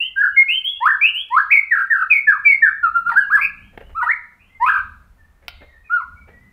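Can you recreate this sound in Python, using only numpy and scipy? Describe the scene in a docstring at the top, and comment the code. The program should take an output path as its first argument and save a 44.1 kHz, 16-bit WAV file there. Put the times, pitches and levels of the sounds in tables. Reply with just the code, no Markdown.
"""A caged shama sings a fast run of whistles, sweeps and warbles close by in a small hard room.
It hops round on its perch, calls twice, snaps its bill and calls again; its voice is sine waves
with weak overtones, its movements are short bursts of coloured noise.
Other birds whistle faintly farther off, as thin wavering sines, over an outdoor rumble of low noise.
Echoes and a fading tail make the room; a limiter holds the loudest notes."""
import sys
import numpy as np
from scipy import signal
from scipy.fft import rfft, irfft
from scipy.io import wavfile
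from scipy.ndimage import uniform_filter1d

SR = 44100
rng = np.random.default_rng(int(sys.argv[2]) if len(sys.argv) > 2 else 0)


def generate_wav(sig):
    """Save sig (samples, or channels by samples) to the path in sys.argv[1] as 16-bit PCM at SR."""
    pcm = np.round(np.clip(np.atleast_2d(sig).T, -1, 1) * 32767).astype(np.int16)
    wavfile.write(sys.argv[1], SR, pcm)


N = 287532
TIME = np.arange(N) / SR
EDGE_HZ = 15650  # the top of the sound: the final low-pass cuts here


def gain_of(db):
    """Turns decibels into a factor for the wave."""
    return 10 ** (np.asarray(db) / 20)


def evened(x):
    """Scales a signal to an rms (average strength) of 1."""
    return x / np.sqrt(np.mean(x ** 2) + 1e-20)


def read(points, hz):
    """Reads a table between its points, on a log-frequency axis as the ear hears pitch."""
    f, value = np.transpose(points)
    return np.interp(np.log(hz + 1), np.log(f + 1), value)


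def add(mix, s, sound):
    """Mixes a sound in at time s, in seconds."""
    part = mix[max(round(s * SR), 0):][:len(sound)]
    part += sound[:len(part)]


def noise(colour):
    """Steady noise of rms 1: every frequency is present, as strongly as the colour table says."""
    spectrum = rfft(rng.standard_normal(N))
    hz = np.fft.rfftfreq(N, 1 / SR)
    return evened(irfft(spectrum * gain_of(read(colour, hz)), N))


def drift(rate_hz):
    """A random wander of rms 1: noise that keeps little above rate_hz."""
    spectrum = rfft(rng.standard_normal(N))
    hz = np.fft.rfftfreq(N, 1 / SR)
    return evened(irfft(spectrum / (1 + (hz / rate_hz) ** 4), N))


def burst(s, db, decay, rise):
    """A loudness curve that jumps up at time s and dies away; rise and decay in seconds."""
    age = np.maximum(TIME - s, 0)
    return gain_of(db) * (1 - np.exp(-age / rise)) * np.exp(-age / decay)


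def span(s, length, edge=.011):
    """The times of a note, its progress from 0 to 1 and a gate that opens and shuts softly."""
    t = np.arange(max(s - edge / 2, 0), s + length + edge / 2, 1 / SR)
    nearest_end = np.minimum(t - t[0], t[-1] - t)
    gate = np.sin(np.pi / 2 * np.clip(nearest_end / edge, 0, 1)) ** 2
    return t, np.clip((t - s) / length, 0, 1), gate


# colours of the faint air, the deep rumble and the low drone: (f/Hz, relative level/dB)
AIR_COLOUR = [(100, -13), (250, -21.5), (400, -17), (700, -17.5), (1200, -16.5), (2400, -25), (3500, -32),
              (5000, -34), (8000, -35), (15000, -36)]
RUMBLE_COLOUR = [(12, -27.5), (22, 0.5), (50, -3.5), (80, 0.5), (100, -12.5), (130, -25.5), (200, -58)]
DRONE_COLOUR = [(70, -29), (115, -0.5), (200, 2), (260, -5.5), (330, -18), (500, -34.5), (900, -72)]
# the swells of the outdoor background, before random lumps: (t/s, rumble level/dB, drone level/dB)
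OUTDOOR_LEVELS = [(0.0, -58.5, -69.5), (1.89, -61, -71.5), (3.0, -53.5, -61), (3.09, -51, -51),
                  (3.25, -56, -59), (3.65, -48, -51), (3.69, -53, -57), (3.94, -41.5, -59),
                  (4.03, -54.5, -67.5), (4.56, -57, -64.5), (4.87, -43, -54), (5.39, -55.5, -68),
                  (5.5, -45.5, -65), (5.97, -61, -69.5), (6.1, -45, -54.5), (6.52, -53.5, -58)]
AIR_DB = -64.5  # middle level of the air


def outdoors(rumble_db=0.0, drone_db=0, lumps_db=2, air_follow=0.13):
    """Low noise swells slowly and lumpily as rumble and drone; faint air swells a little with the drone."""
    s, *levels = np.transpose(OUTDOOR_LEVELS)
    deep, upper = (np.interp(TIME, s, db) + lumps_db * drift(rate_hz=2.2) for db in levels)
    rumble = gain_of(rumble_db + deep) * noise(RUMBLE_COLOUR)
    drone = gain_of(drone_db + upper) * noise(DRONE_COLOUR)
    air = gain_of(AIR_DB + air_follow * (upper - upper.mean())) * noise(AIR_COLOUR)
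    return rumble + drone + air


# whistles of birds farther off: (start t/s, length t/s, first f/Hz, last f/Hz, relative peak level/dB)
FAR_WHISTLES = [ (-0.003, 0.08, 2046, 2110, -38.5), (0.319, 0.093, 2810, 2879, -40),
                (.75, .08, 2790, 2810, -33.5), (3.57, .14, 2725, 3300, -49.5),
                (3.818, 0.1, 2810, 2990, -51), (4.395, 0.038, 2365, 3074, -41.5),
                (4.432, 0.07, 2740, 3530, -53.5), (4.499, 0.11, 2046, 2062, -42.5),
                (5.18, 0.13, 1789, 1796, -49), (5.581, .1, 2177, 2050, -44),
                (5.685, 0.2, 1894, 1843, -44.5), (5.843, .055, 2626, 1930, -40.5),
                (6.161, 0.15, 2220, 2340, -43.5), (6.299, 0.31, 1935, 1988, -45)]
FAR_RISE_S, FAR_FADE_DB = 0.005, 18  # each far whistle rises, then fades by this much


def neighbours(level_db=-1, jitter=0.02):
    """Each far whistle is one thin sine gliding from pitch to pitch and wavering a little."""
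    out, wobble = np.zeros(N), drift(rate_hz=16)
    for s, length, first_hz, last_hz, db in FAR_WHISTLES:
        t, u, gate = span(s, length)
        rise = np.minimum((t - t[0]) / FAR_RISE_S, 1)
        loudness = gate * rise * gain_of(db - FAR_FADE_DB * u)
        glide_hz = first_hz + (last_hz - first_hz) * u
        hz = glide_hz * (1 + jitter * np.interp(t, TIME, wobble))
        add(out, t[0], loudness * np.sin(2 * np.pi * np.cumsum(hz) / SR))
    return gain_of(level_db) * out


# wing beats and feet on the perch: (t/s, relative level/dB, rise t/s, decay t/s)
FLUTTERS = [(3.723, -41.5, 0.02, 0.021), (3.775, -29, 0.00061, 0.0068), (3.805, -34, 0.0043, 0.01),
            (3.893, -43, 0.0032, 0.017), (5.42, -49, 0.011, 0.036), (5.608, -39, 0.0035, 0.021),
            (5.738, -53, .008, 0.019), (6.275, -43, 0.011, 0.032)]
# colour of the flutter noise: (f/Hz, relative level/dB)
FLUTTER_COLOUR = [(200, -8.5), (320, -5.5), (500, 4), (800, -3.5), (1200, -13), (1800, -4), (3200, -20.5),
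                  (4800, -37), (7000, -53), (15000, -37)]


def wings(grain_db=3):
    """Puffs of grainy, rustling noise from the feathers as the bird shifts and hops."""
    strokes = sum(burst(s, db, decay, rise) for s, db, rise, decay in FLUTTERS)
    grain = gain_of(grain_db * drift(rate_hz=170))
    return strokes * noise(FLUTTER_COLOUR) * grain


# colour of the bill snap: (f/Hz, relative level/dB)
SNAP_COLOUR = [(300, -43), (700, -1.5), (1000, -17), (1450, 5.5), (1900, -17), (2300, 2.5), (2900, -1),
               (3600, -9), (4500, -10), (5400, -8), (6500, -39), (8300, -26), (11000, -26.5),
               (15000, -22.5)]
SNAP_S, SNAP_DB, SNAP_DECAY_S = 5.4815, -20, 0.0046  # when the bill snaps shut, how hard, how briefly


def bill():
    """One sharp snap: a noise burst that starts almost at once and is gone within a blink."""
    return burst(SNAP_S, SNAP_DB, SNAP_DECAY_S, rise=.0001) * noise(SNAP_COLOUR)


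# soft clicks that come with the notes: (t/s, relative level/dB)
CLICKS = [(.357, -39.5), (.475, -43.5), (.71, -38.5), (.868, -26), (.879, -25), (1.288, -37),
          (1.379, -32.5), (1.495, -43.5), (1.728, -33), (2.095, -39), (2.283, -37), (2.444, -32),
          (2.607, -38.5), (4.1, -29.5), (4.683, -32)]
# colour of the clicks: (f/Hz, relative level/dB)
CLICK_COLOUR = [(150, -17), (350, -7), (600, 1), (1000, -6), (2200, -3), (4000, -14.5), (7000, -23),
                (15000, -24)]
CLICK_DECAY_S = 0.00099


def clicks():
    """Short, dull ticks of noise that go with the song."""
    ticks = sum(burst(s, db, CLICK_DECAY_S, rise=0.0013) for s, db in CLICKS)
    return ticks * noise(CLICK_COLOUR)


# short hoarse notes: (start t/s, length t/s, first f/Hz, last f/Hz, relative level/dB,
# octave lift level/dB, pitch unsteadiness [share of the pitch])
RASPS = [ (3.094, 0.015, 1346, 1040, -18, 5, 0.081), (3.118, 0.033, 1002, 755, -20, 11, 0.058),
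         (3.206, 0.049, 1553, 1370, -18.5, 21, 0.0033), (3.37, .035, 1326, 1032, -19, 4, 0.054),
         (4.028, 0.045, 969, 939, -19, 7, 0.033)]
RASP_FADE_DB, RASP_LIFT_DB = 15, 3.5  # fall in level over the note; lift of its overtones


def rasp(s, length, first_hz, last_hz, db, hoarse_db, unsteady):
    """A low, unsteady note with a strong octave, gliding and fading evenly."""
    t, u, gate = span(s, length)
    hz = first_hz + (last_hz - first_hz) * u
    return t, hz, gate * gain_of(db - RASP_FADE_DB * u), RASP_LIFT_DB, hoarse_db, unsteady


# shaken notes, mostly the endings of sweeps and whistles: (start t/s, length t/s, first f/Hz, last f/Hz,
# first relative level/dB, last relative level/dB, shake f/Hz, depth [share of the pitch],
# overtone lift level/dB, octave lift level/dB)
WARBLES = [ (0.215, 0.085, 1590, 1512, -11, -21, 42, 0.091, -7.5, -3),
           (0.886, 0.073, 1713, 1636, -17.5, -18.5, 54, 0.076, -3.5, -7),
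           (1.014, 0.051, 2299, 2703, -13, -12, 80, 0.013, -3, 1.5),
           (1.065, .04, 2776, 2930, -16.5, -27, 94, 0.036, -8, 1),
           (1.528, 0.075, 2275, 2158, -8.5, -19.5, 82, 0.03, -2.5, -3),
           (1.742, .092, 1506, 1468, -17.5, -19.5, 39.5, 0.11, -3.5, 3.5),
           (1.949, 0.084, 1484, 1407, -22.5, -18, 46, 0.097, -2, 4.5),
           (2.142, 0.049, 2277, 2196, -13.5, -14.5, 101, 0.025, -3.5, -4),
           (2.32, 0.062, 1402, 1048, -14.5, -35.5, 46, 0.072, -4.5, -1),
           (2.683, 0.029, 1493, 1550, -21, -25.5, 69, 0.14, -9, -4),
           (3.414, .044, 2301, 2465, -18.5, -17.5, 105, 0.058, 6, 8.5),
           (4.692, 0.11, 1469, 1359, -16.5, -24, 44, 0.15, -2.5, 12.5)]
THROB = 2.2  # how strongly a warble swells at its crests
WARBLE_SCATTER = 0.00092  # pitch unsteadiness, as a share for each dB of octave lift


def warble(s, length, first_hz, last_hz, first_db, last_db, rate, depth, lift_db, hoarse_db):
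    """A gliding note whose pitch shakes fast and swells at the crests; a hoarse one is also unsteady."""
    t, u, gate = span(s, length)
    shake = 1 + np.clip(depth, 0, .5) * np.sin(2 * np.pi * rate * (t - s))
    hz = (first_hz + (last_hz - first_hz) * u) * shake
    loudness = gate * gain_of(first_db + (last_db - first_db) * u) * shake ** THROB
    return t, hz, loudness, lift_db, hoarse_db, WARBLE_SCATTER * max(hoarse_db, 0)


# loud falling notes: (start t/s, length t/s, first f/Hz, last f/Hz, relative peak level/dB,
# overtone lift level/dB)
DOWNSWEEPS = [ (1.71, .031, 1991, 1565, -9, -4.5), (1.902, 0.044, 1883, 1542, -7, -4),
              (2.102, 0.038, 2592, 2241, -5.5, -3.5), (2.271, 0.044, 1772, 1579, -4, -8.5),
              (2.45, 0.1, 2360, 2113, -7.5, -4), (2.622, 0.055, 1850, 1478, -4, -6),
              (2.83, .048, 1440, 1244, -10, -7)]
ATTACK_S, ATTACK_DB, SAG_DB, FALL_POWER = .014, 13, 6.5, 1.2  # quick swell, then level and pitch sink


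def downsweep(s, length, first_hz, last_hz, db, lift_db):
    """A quick swell at the start, while the pitch slides down and the level sags."""
    t, u, gate = span(s, length)
    under_db = ATTACK_DB * np.maximum(1 - (t - s) / ATTACK_S, 0) + SAG_DB * u ** 2
    hz = first_hz + (last_hz - first_hz) * u ** FALL_POWER
    return t, hz, gate * gain_of(db - under_db), lift_db, 0, 0


# low notes that creep up, break register and shoot upwards: (start t/s, length t/s, first f/Hz, last f/Hz,
# low register relative level/dB, high register relative level/dB, overtone lift level/dB,
# and after the break: octave lift level/dB, pitch unsteadiness [share of the pitch])
UPSWEEPS = [ (0.805, .075, 851, 1733, -16, -10.5, -3, -2, .007),
            (1.305, .089, 883, 1753, -14.5, -8, -4, -10, .006),
            (4.601, .09, 869, 1640, -13.5, -17, -2.5, 20.5, 0.059)]
CREEP, RUSH_POWER = .4, 4.9  # share of the climb made at an even pace; steepness of the rest
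BREAK_AT, BREAK_WIDTH, BREAK_DIP_DB = 0.63, 0.046, 14.5  # place and width as shares of the note
LOW_SWELL_DB = 23  # the low register grows by this much


def upsweep(s, length, first_hz, last_hz, low_db, high_db, lift_db, hoarse_db, unsteady):
    """The pitch climbs ever faster; the voice dips at the register break and returns less steady."""
    t, u, gate = span(s, length)
    hz = first_hz + (last_hz - first_hz) * (CREEP * u + (1 - CREEP) * u ** RUSH_POWER)
    past = (u - BREAK_AT) / BREAK_WIDTH
    high = .5 + .5 * np.tanh(past)  # 0 in the low register, 1 in the high one
    swell_db = LOW_SWELL_DB * np.maximum(1 - u / BREAK_AT, 0) ** 3
    dip_db = BREAK_DIP_DB * np.exp(-past ** 2)
    db = low_db + (high_db - low_db) * high - swell_db - dip_db
    return t, hz, gate * gain_of(db), lift_db, hoarse_db * high, unsteady * high


# clean notes on one arc of pitch: (start t/s, length t/s, first f/Hz, middle f/Hz, last f/Hz,
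# relative peak level/dB, place of the peak [0-1], overtone lift level/dB)
WHISTLES = [ (0, 0.074, 2605, 2966, 3134, -18.5, 0, -2.5), (.162, 0.058, 1566, 1618, 1646, -7.5, 1, -6.5),
            (0.364, 0.051, 2162, 2141, 2167, -7, 0.37, -15), (0.481, 0.12, 2370, 3023, 3074, -17, 0.09, 3),
            (0.641, .11, 2980, 3361, 3205, -21.5, 0, 5), (1.136, 0.089, 2677, 3073, 3374, -19, .35, 8),
            (1.395, 0.033, 1689, 1649, 1640, -15, 0.26, -4),
            (1.503, 0.027, 1814, 2327, 2580, -10.5, 0.91, 0.5),
            (2.475, 0.037, 2810, 2636, 2680, -29, 0.58, -3.5),
            (2.943, .053, 1338, 1396, 1321, -12.5, 0.8, -7), (3.053, .06, 1292, 1417, 1279, -17.5, 0.3, -5),
            (3.155, 0.041, 1303, 1581, 1690, -5, 0.73, -1.5),
            (3.302, .068, 1075, 1670, 1556, -10, .8, -0.5),
            (3.378, 0.047, 2004, 2080, 2510, -25.5, 0.95, -6),
            (3.95, .063, 1127, 1341, 1092, -21, 0.7, -3.5),
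            (4.013, 0.019, 1400, 1450, 1500, -20, 0.3, -4.5),
            (4.058, 0.029, 1193, 1335, 1605, -14.5, 0.4, -4.5),
            (4.088, .036, 1694, 1944, 2299, -10.5, 0.13, -7.5),
            (5.899, 0.095, 1293, 1443, 1258, -14, 0.43, -9.5),
            (5.997, 0.033, 1257, 1062, 977, -27, 0.19, 3)]
SWELL_DB, FADE_DB = 15, 9.5  # about how far under its peak a whistle starts and ends


def arc(s, length, first_hz, middle_hz, last_hz, db, peak_at, lift_db, roundness=1.7):
    """A whistle: the pitch bends through three values while the level swells and fades."""
    t, u, gate = span(s, length)
    bend_hz = (2 * middle_hz - first_hz - last_hz) * 2 * u * (1 - u)
    hz = first_hz + (last_hz - first_hz) * u + bend_hz
    peak = np.clip(peak_at, .05, .95)
    before_db = SWELL_DB * np.maximum(1 - u / peak, 0) ** roundness
    after_db = FADE_DB * np.maximum((u - peak) / (1 - peak), 0) ** roundness
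    return t, hz, gate * gain_of(db - before_db - after_db), lift_db, 0, 0


def song():
    """Every note as (times, pitch, loudness, overtone lift, octave lift, unsteadiness)."""
    kinds = (arc, WHISTLES), (upsweep, UPSWEEPS), (downsweep, DOWNSWEEPS), (warble, WARBLES), (rasp, RASPS)
    return [shape(*row) for shape, table in kinds for row in table]


# strength of the overtones that leave the bill, before lifts and slope: (f/Hz, level/dB)
OVERTONES = [(1700, -14), (2500, -31.5), (3200, -53), (3700, -47.5), (4500, -44.5), (5500, -57),
             (6500, -60), (7300, -63.5), (8400, -45), (9700, -53.5), (11400, -47), (13300, -50.5),
             (15300, -39)]
# colour of the noise of a cracking voice: (f/Hz, relative level/dB)
GRIT_COLOUR = [(200, -9), (500, -3), (1500, 2), (3000, 4.5), (5000, -7), (6500, -18.5), (9000, -11.5),
               (15000, -15.5)]


def shama(jitter=0.0033, shimmer_db=2.07, flicker_db=4, slope_db=-4, brightening=0.035,
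          octave_share=0.15, grit_db=-4.0):
    """The voice organ gives a near sine and weak, flickering overtones; unsteady notes add noisy grit."""
    whistle, sheen = np.zeros(N), np.zeros(N)  # whistle: pitch and octave; sheen: the rest and grit
    chance = drift(rate_hz=300), drift(rate_hz=20), noise(GRIT_COLOUR)
    flickers = [drift(rate_hz=43) for _ in range(3, 13)]
    for t, hz, loudness, pressure_db, hoarse_db, unsteady in song():
        wobble, shimmer, grit = (c[round(t[0] * SR):][:len(t)] for c in chance)
        hz = hz * (1 + (jitter + unsteady) * wobble)
        phase = 2 * np.pi * np.cumsum(hz) / SR
        size = np.sqrt(2) * loudness * gain_of(shimmer_db * shimmer)
        push = (2 * loudness) ** brightening  # louder notes are a little brighter
        octave_db = read(OVERTONES, 2 * hz) - slope_db + octave_share * pressure_db + hoarse_db
        octave = push * gain_of(octave_db) * np.sin(2 * phase)
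        add(whistle, t[0], size * (np.sin(phase) + octave))
        add(sheen, t[0], loudness * unsteady * gain_of(grit_db) * grit)
        for k, flicker in enumerate(flickers, 3):  # overtones at 3 to 12 times the pitch
            steady_db = read(OVERTONES, k * hz) + slope_db * (np.log2(k) - 2) + pressure_db
            db = steady_db + flicker_db * np.interp(t, TIME, flicker)
            below_edge = k * hz < EDGE_HZ
            add(sheen, t[0], size * push * gain_of(db) * below_edge * np.sin(k * phase))
    return whistle, sheen


# echoes off nearby walls: (delay t/s, gain [factor])
ECHOES = [(.0042, 0.072), (.0095, 0.12), (0.015, 0.29), (0.0182, 0.32), (0.032, 0.068), (0.044, 0.25)]


def walls(x):
    """Single early echoes: delayed, weaker copies from the nearest surfaces."""
    out = np.zeros(N)
    for delay, gain in ECHOES:
        add(out, delay, gain * x)
    return out


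# how long the room takes to fade by 60 dB: (f/Hz, fade t/s)
ROOM_T60 = [(200, 0.41), (1000, 0.46), (2000, 0.45), (3200, .45), (3900, 0.88), (5300, 0.13), (5900, 0.12),
            (8500, 0.087), (15000, 0.15)]


def room(x, gap=0.0061, build=0.0014):
    """A blurred tail of random tiny echoes that builds up and dies at its own speed in each band."""
    impulses = rng.choice([-1., 1.], SR) * (rng.random(SR) < .08)
    hz, t, z = signal.stft(impulses, SR, nperseg=256)
    fade = gain_of(-60 * t / read(ROOM_T60, hz)[:, None])
    tail = signal.istft(z * fade, SR, nperseg=256)[1][:SR]
    tail = tail * (1 - np.exp(-np.maximum(TIME[:SR] - gap, 0) / build))
    song_band = abs(rfft(tail))[1000:3000]  # the tail lasts 1 s, so each step is 1 Hz
    return signal.fftconvolve(x, tail / np.sqrt(np.mean(song_band ** 2)))[:N]


def scene(room_db=-10, far_direct_db=-11, sheen_direct_db=1.5, sheen_room_db=-5, moves_room_db=-10.0):
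    """The whistle arrives directly and off the walls; its sheen beams partly past the mic into the room."""
    whistle, sheen = shama()
    moves = wings() + bill() + clicks()
    far = neighbours()
    direct = whistle + gain_of(sheen_direct_db) * sheen + moves + gain_of(far_direct_db) * far
    scattered = gain_of(room_db) * whistle + gain_of(sheen_room_db) * sheen
    scattered = scattered + gain_of(moves_room_db) * moves + far
    return (direct + walls(whistle + sheen) + room(scattered) + outdoors())[None]


def record(dry, recovery=300):
    """A limiter clamps almost at once and lets go steadily (dB a second); then the top is cut off."""
    ceiling = .7
    over_db = 20 * np.log10(np.maximum(abs(dry[0]) / ceiling, 1))
    held_db = np.maximum.accumulate(over_db + recovery * TIME) - recovery * TIME
    limited = dry / gain_of(uniform_filter1d(held_db, size=28))
    low_pass = signal.firwin(511, EDGE_HZ, window=("kaiser", 9), fs=SR)
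    return signal.oaconvolve(limited, low_pass[None], "same")


dry = scene()
out = record(dry)
generate_wav(out)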